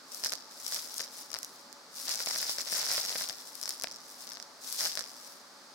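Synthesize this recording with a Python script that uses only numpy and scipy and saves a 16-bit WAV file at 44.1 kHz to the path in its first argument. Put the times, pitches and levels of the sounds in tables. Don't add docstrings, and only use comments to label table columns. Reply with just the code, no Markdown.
import sys
import numpy as np
from scipy import signal
from scipy.fft import rfft, irfft, next_fast_len
from scipy.io import wavfile
from scipy.ndimage import map_coordinates

SR = 44100
rng = np.random.default_rng(int(sys.argv[2]) if len(sys.argv) > 2 else 0)


def wav_out(sig):
    wavfile.write(sys.argv[1], SR, np.round(np.clip(np.atleast_2d(sig).T, -1, 1) * 32767).astype(np.int16))


N = 253134

# frequency in Hz, level in dB.
SHELL_COLOUR = [(100, -20), (900, 8), (2800, -2.5), (4000, 1.5), (7000, -2.5), (10000, -2.5), (16000, -4)]
MOUTH_HZ, MOUTH_WIDTH_HZ, MOUTH_DB = 5270, 1030, 8.1


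def amp(db):
    return 10 ** (np.asarray(db) / 20)


def unit(x):
    return x / np.sqrt(np.mean(x ** 2) + 1e-20)


def together(levels):
    return 10 * np.log10(sum(amp(db) ** 2 for db in levels))


def along(points, hz):
    f, v = np.transpose(points)
    return np.interp(np.log(hz + 1), np.log(f + 1), v)


def wobble(rate):
    return map_coordinates(rng.standard_normal(N // 20), [np.arange(N) * rate / SR], mode="wrap")


def burst(start, length, rise, fall):
    t = np.arange(N) / SR - start
    return np.maximum(rise * np.minimum(t, 0) - fall * np.maximum(t - length, 0), -120)


def filtered(x, response):
    size = next_fast_len(N + SR // 2)
    return irfft(rfft(x, size) * response(np.fft.rfftfreq(size, 1 / SR)), size)[..., :N]


def resonance(f, hz, width):
    return 1j * f * width / (hz * hz - f * f + 1j * f * width)


def minimum_phase(gain):
    cepstrum = irfft(np.log(np.maximum(gain, 1e-6)))
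    half = len(cepstrum) // 2
    cepstrum[1:half] *= 2
    cepstrum[half + 1:] = 0
    return np.exp(rfft(cepstrum))


def stereo_noise(response):
    # frequency in Hz, left-right correlation.
    likeness = [(100, 0.8), (600, 0.84), (1400, 0.49), (3000, -.1), (6000, 0.51), (15000, 0)]
    angle = lambda f: np.arccos(np.clip(along(likeness, f), -1, 1)) / 2
    white = rng.standard_normal((2, N))
    mid, side = filtered(white, lambda f: response(f) * [np.cos(angle(f)), np.sin(angle(f))])
    return unit(np.array([mid + side, mid - side]))


def contacts(times, db, pan_db, response, lag_s, size):
    f = np.fft.rfftfreq(size, 1 / SR)
    side = np.array([1, -1])[:, None, None]
    lag = lag_s * np.tanh(pan_db / 10 + rng.standard_normal(len(times)))[:, None]
    lead = size // 32
    hits = irfft(response(f) * np.exp(-2j * np.pi * f * (lead / SR - side * lag / 2)))
    energy = np.sum(hits ** 2, axis=2, keepdims=True) / (SR / 1000)
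    share = 2 / (1 + amp(-side * pan_db[:, None]) ** 2)
    hits = hits * amp(db)[:, None] * np.sqrt(share / energy)
    at = np.maximum(np.round(times * SR).astype(int)[:, None] - lead + np.arange(size), 0)
    return np.array([np.bincount(at.ravel(), channel.ravel(), N)[:N] for channel in hits])


def shower(level, rate, crowding, scatter_db, count):
    jitter = rng.random(count)
    weight, side = np.clip(rng.standard_normal((count, 2)), -2, 2).T
    times = (np.arange(count) + jitter) / count * N / SR
    level_now = level[(times * SR).astype(int)]
    max_rate = count * SR / N
    density = np.minimum(rate * (1 + amp(crowding * (level_now + 40))) / 2, max_rate)
    db = level_now + 20 * np.log10(unit(amp(scatter_db * weight))) - 10 * np.log10(density / 1000)
    arrivals = np.floor(np.cumsum(2 * rng.random(count) * density / max_rate))
    keep = np.diff(arrivals, prepend=0) > 0
    return times[keep], db[keep], (1.2 + 5 * side)[keep]


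def draught(air_db=-53.0):
    # frequency in Hz, relative spectral level in dB.
    air_colour = [(40, -44), (100, -21.5), (200, -7.5), (500, -6), (1300, -3), (2800, -16), (4700, -4),
                  (7000, -13), (11000, -21), (16000, -25)]
    # frequency in Hz, width in Hz, gain in dB.
    pipe_modes = [(261, 26, 1), (565, 5, 10), (864, 14, 4), (1160, 16, -2)]
    column = lambda f: 1 + sum(amp(db) * resonance(f, hz, width) for hz, width, db in pipe_modes)
    return amp(air_db) * stereo_noise(lambda f: amp(along(air_colour, f)) * column(f))


def slide_shape(start, length, swell_db=4):
    swell = np.interp(np.arange(N) / SR, [start, start + length], [-swell_db, 0])
    return swell + burst(start, length, rise=328.5, fall=140.5)


def mouth(f, direct_db):
    return amp(direct_db) + amp(MOUTH_DB) * resonance(f, MOUTH_HZ, MOUTH_WIDTH_HZ)


def clicks(times, db, pan_db, pitch_hz, spread, damping, direct_db, shadow=0.083):
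    chance = np.clip(rng.standard_normal((len(times), 5)), -2, 2).T[:, :, None]
    hz = np.reshape(pitch_hz, (-1, 1)) * np.exp(spread * (chance[0] + chance[1:3] / 2))
    direct = (direct_db + shadow * np.array([pan_db, -pan_db]))[..., None]
    echo_s = 0.0004 * np.exp(chance[3:] / 2)

    def snap(f):
        shell = resonance(f, hz, damping * hz) * minimum_phase(amp(along(SHELL_COLOUR, f)))
        floor_bounce = 1 + 0.5 * np.exp(-2j * np.pi * f * echo_s)
        return shell * mouth(f, direct) * floor_bounce
    return contacts(times, db, pan_db, snap, lag_s=0.00019, size=256)


def sliding(level, gain_db=-5.5, pitch_hz=8500, width_hz=12000, direct_db=7):
    level = level + gain_db
    grit = unit(amp(2.9 * wobble(700) + 2 * wobble(70)))
    scrape = lambda f: amp(along(SHELL_COLOUR, f)) * resonance(f, pitch_hz, width_hz)
    hiss = stereo_noise(lambda f: scrape(f) * mouth(f, direct_db))
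    ticks = shower(level - 1, rate=400, crowding=0.5, scatter_db=3.5, count=4500)
    crackle = clicks(*ticks, pitch_hz, spread=0.2, damping=0.47, direct_db=direct_db)
    lean_left = amp([[2.1], [-2.1]])
    return amp(level) * grit * hiss * lean_left + crackle


def knocks(times, db, pan_db, soft_hz=2600):
    # frequency in Hz, width in Hz, relative level in dB.
    body_modes = [(185, 112, -13), (650, 132, -1), (910, 430, -9.5), (1510, 430, -3.5), (1890, 430, -1.5)]
    chance = rng.standard_normal((len(times), len(body_modes), 3))
    chance = np.clip(chance, -2, 2).transpose(1, 2, 0)[..., None]
    modes = lambda f: sum(amp(level + 2 * draw[1:]) * resonance(f, hz + 0.53 * width * draw[0], width)
                          for (hz, width, level), draw in zip(body_modes, chance))
    ring = lambda f: modes(f) / (1 + 1j * f / soft_hz)
    return contacts(times, db, pan_db / 2, ring, lag_s=0.00017, size=768)


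def strikes(pitch_hz=6200, direct_db=1.5, dulling=0.043):
    # start in seconds, click level and knock level in dB
    # over 1 ms, the click's pan in dB of left over right.
    blows = [(0.1197, -35.5, -61, 5), (0.1466, -30, -61.5, 8), (0.2383, -23, -34, 7.5),
             (0.247, -20.5, -40, -11), (0.261, -22, -28, -0.5), (0.269, -26, -45, -6.5),
             (0.2953, -28, -42, 1), (0.3056, -35, -63, 6), (0.322, -27.5, -32.5, 9), (0.3248, -26, -52, 3),
             (0.3305, -28, -35, -8), (0.3356, -24, -34, -10), (0.3543, -31, -49, -13),
             (0.6653, -24.5, -39, 15), (0.6811, -27.5, -51, -9), (0.7235, -27.5, -35, -5),
             (0.7456, -23, -53, -4), (0.7757, -41, -39, 0), (0.9422, -31.5, -57, 5), (0.9816, -25, -54, 4),
             (0.9949, -29, -36.5, 11), (1.0033, -27, -39, 7), (1.0073, -26, -33.5, 4),
             (1.018, -35, -47, -13), (1.0407, -34, -44, -11), (1.3038, -36, -53, 14),
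             (1.3166, -32.5, -46, 10), (1.331, -30, -40, 18), (1.3415, -24.5, -36, 7.5),
             (1.3477, -28.5, -35, 7), (1.3588, -33, -36.5, 6), (1.3661, -34, -35.5, 0),
             (1.388, -29.5, -68, -2), (1.4311, -28, -45.5, -2.5), (1.447, -30, -57, -1),
             (1.728, -37, -92, -15), (2.0935, -23.5, -39, 11), (2.157, -25, -39, 7), (2.2049, -31, -33, 0),
             (2.261, -23.5, -40, 20), (2.2724, -29, -28, -4.5), (2.3098, -25, -32.5, 8.5),
             (2.3605, -29, -30.5, 6), (2.385, -25, -44, 6.5), (2.4283, -24.5, -32.5, 9),
             (2.4951, -24.5, -32, 4), (2.5843, -24, -32, 3), (2.7261, -33, -28.5, 14),
             (2.9162, -23, -33, -3.5), (2.98, -25.5, -27.5, -1), (3.0948, -26, -41, 6),
             (3.157, -36, -30.5, 4), (3.2107, -29.5, -32.5, -3), (3.2888, -29.5, -42, 8.5),
             (3.297, -24.5, -33.5, 14), (3.3067, -37, -35, 2), (3.5544, -32.5, -61, 11),
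             (3.6141, -29.5, -48, 9.5), (3.6295, -27, -48, 4.5), (3.636, -26.5, -39.5, 18),
             (3.657, -26.5, -40, 7.5), (3.678, -33, -35.5, -3), (3.6929, -21.5, -55, 5),
             (3.7071, -27.5, -42, -2), (3.7991, -32, -49, 7), (3.8125, -33, -47, 2), (3.8224, -28, -44, 9),
             (3.8371, -23.5, -41, 1), (3.8428, -26, -25.5, 9), (3.872, -33, -36, -10),
             (3.8836, -37, -55, -8), (3.9133, -34.5, -49, -8), (4.2919, -37, -53, 12),
             (4.3201, -34, -43, 13), (4.3716, -36.5, -40.5, 8), (4.4, -33, -40, -7), (4.4263, -33, -46, -5),
             (4.7262, -25, -58, 13), (4.853, -23.5, -34, 5), (4.954, -27, -41, 5), (4.9739, -25.5, -29, 10),
             (4.9849, -32, -38.5, -12), (4.9927, -24, -35, -0.5), (5.0087, -28, -36.5, -11)]
    times, click_db, knock_db, pan_db = np.transpose(blows)
    fullness = np.clip(knock_db - click_db - np.mean(knock_db - click_db), -10, 10)
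    hz = pitch_hz * np.exp(-dulling * fullness)
    direct = direct_db + (click_db - np.mean(click_db)) / 2
    snaps = clicks(times, click_db, pan_db, hz, spread=0.1, damping=0.7, direct_db=direct)
    return snaps + knocks(times, knock_db, pan_db)


def gulp_shape(start, length, recede_db=-7.5):
    crash = burst(start, length, rise=950, fall=519.5)
    receding = burst(start, length, rise=950, fall=70.5) + recede_db
    return np.maximum(crash, receding)


def clatter(level, slide_level, hiding=0.22, open_db=-37):
    times, db, pan_db = shower(level, rate=215, crowding=1.8, scatter_db=2.6, count=3500)
    direct = np.minimum(hiding * (slide_level[(times * SR).astype(int)] - open_db), 0) - 1
    return clicks(times, db, pan_db, pitch_hz=5910, spread=0.31, damping=0.8, direct_db=direct)


def knocking(level, gain_db=-1):
    return knocks(*shower(level + gain_db, rate=700, crowding=0.5, scatter_db=5.5, count=2500))


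def bean_flow(jostle_db=-10.5):
    # start and length in seconds,
    # relative level in dB at the end of the slide.
    slides = [(0.119, 0.14, -41.5), (0.514, 0.1, -47.5), (0.645, 0.11, -36), (0.823, 0.16, -41.5),
              (1.132, 0.084, -44.5), (1.334, 0.12, -49.5), (1.486, 0.11, -54), (1.966, 0.14, -37),
              (2.199, 0.33, -36.5), (2.555, 0.081, -41.5), (2.69, 0.075, -32), (2.8, .16, -36),
              (2.969, 0.25, -36), (3.295, .22, -47), (3.549, 0.19, -45), (4.037, 0.2, -47),
              (4.638, 0.064, -39), (4.727, 0.12, -32), (4.944, 0.38, -49.5)]
    # start and length in seconds, relative levels in dB
    gulps = [(0.245, .03, -36.5, -52), (0.735, 0.035, -36, -50), (1.003, 0.04, -44.5, -57),
             (2.08, 0.055, -32.5, -45.5), (2.185, 0.04, -37.5, -49), (2.284, 0.22, -36, -48.5),
             (2.591, 0.024, -37.5, -46.5), (2.67, 0.05, -39.5, -50), (2.744, 0.26, -33, -43),
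             (3.045, 0.11, -36, -44.5), (3.196, 0.04, -35.5, -46.5), (3.643, 0.087, -44, -58.5),
             (3.898, 0.065, -46.5, -64.5), (4.267, 0.085, -46.5, -59.5), (4.795, 0.07, -33, -43),
             (4.892, 0.052, -42, -60), (4.975, 0.065, -43.5, -55.5)]
    stray_slide_db, stray_clatter_db, stray_knock_db = -86, -77, -70
    drag = together(db + slide_shape(start, length) for start, length, db in slides)
    rattle = together(db + gulp_shape(start, length) for start, length, db, _ in gulps)
    knock = together(db + gulp_shape(start, length) for start, length, _, db in gulps)
    return (together([drag, stray_slide_db]),
            together([rattle, drag + jostle_db, stray_clatter_db]),
            together([knock, stray_knock_db]))


def room(x, predelay_samples=130):
    # frequency in Hz, time to fall 60 dB in seconds.
    decay_times = [(200, 1), (2000, 0.33), (12000, 0.18)]
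    hz, t, spectrum = signal.stft(rng.standard_normal((2, SR // 2)), SR, nperseg=256)
    decay = amp(-60 * t / along(decay_times, hz)[:, None])
    _, tail = signal.istft(spectrum * decay, SR, nperseg=256)
    tail = np.pad(tail / np.linalg.norm(tail[0]), ((0, 0), (predelay_samples, 0)))
    return signal.fftconvolve(x, tail, axes=1)[:, :N]


def high_tone(start_s=4.35, length_s=1.4, hz=9044, db=-76.5, waver=0.0005404):
    phase = 2 * np.pi * hz * np.cumsum(1 + waver * wobble(5.8)) / SR
    return amp(db + burst(start_s, length_s, rise=200, fall=200)) * np.sqrt(2) * np.sin(phase)


def scene(room_db=-16, tube_db=-12, clump_db=1.14):
    slide, jostle, knock = bean_flow()
    clumps = clump_db * wobble(40)
    beans = (strikes() + clatter(jostle + clumps, slide)
             + knocking(knock + clumps) + sliding(slide + clumps))
    tail_colour = lambda f: amp(room_db) + amp(tube_db) * resonance(f, MOUTH_HZ, MOUTH_WIDTH_HZ)
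    return beans + filtered(room(beans), tail_colour) + draught() + high_tone()


def record(dry, top_hz=15850):
    return filtered(dry, lambda f: f < top_hz)


dry = scene()
out = record(dry)
wav_out(out)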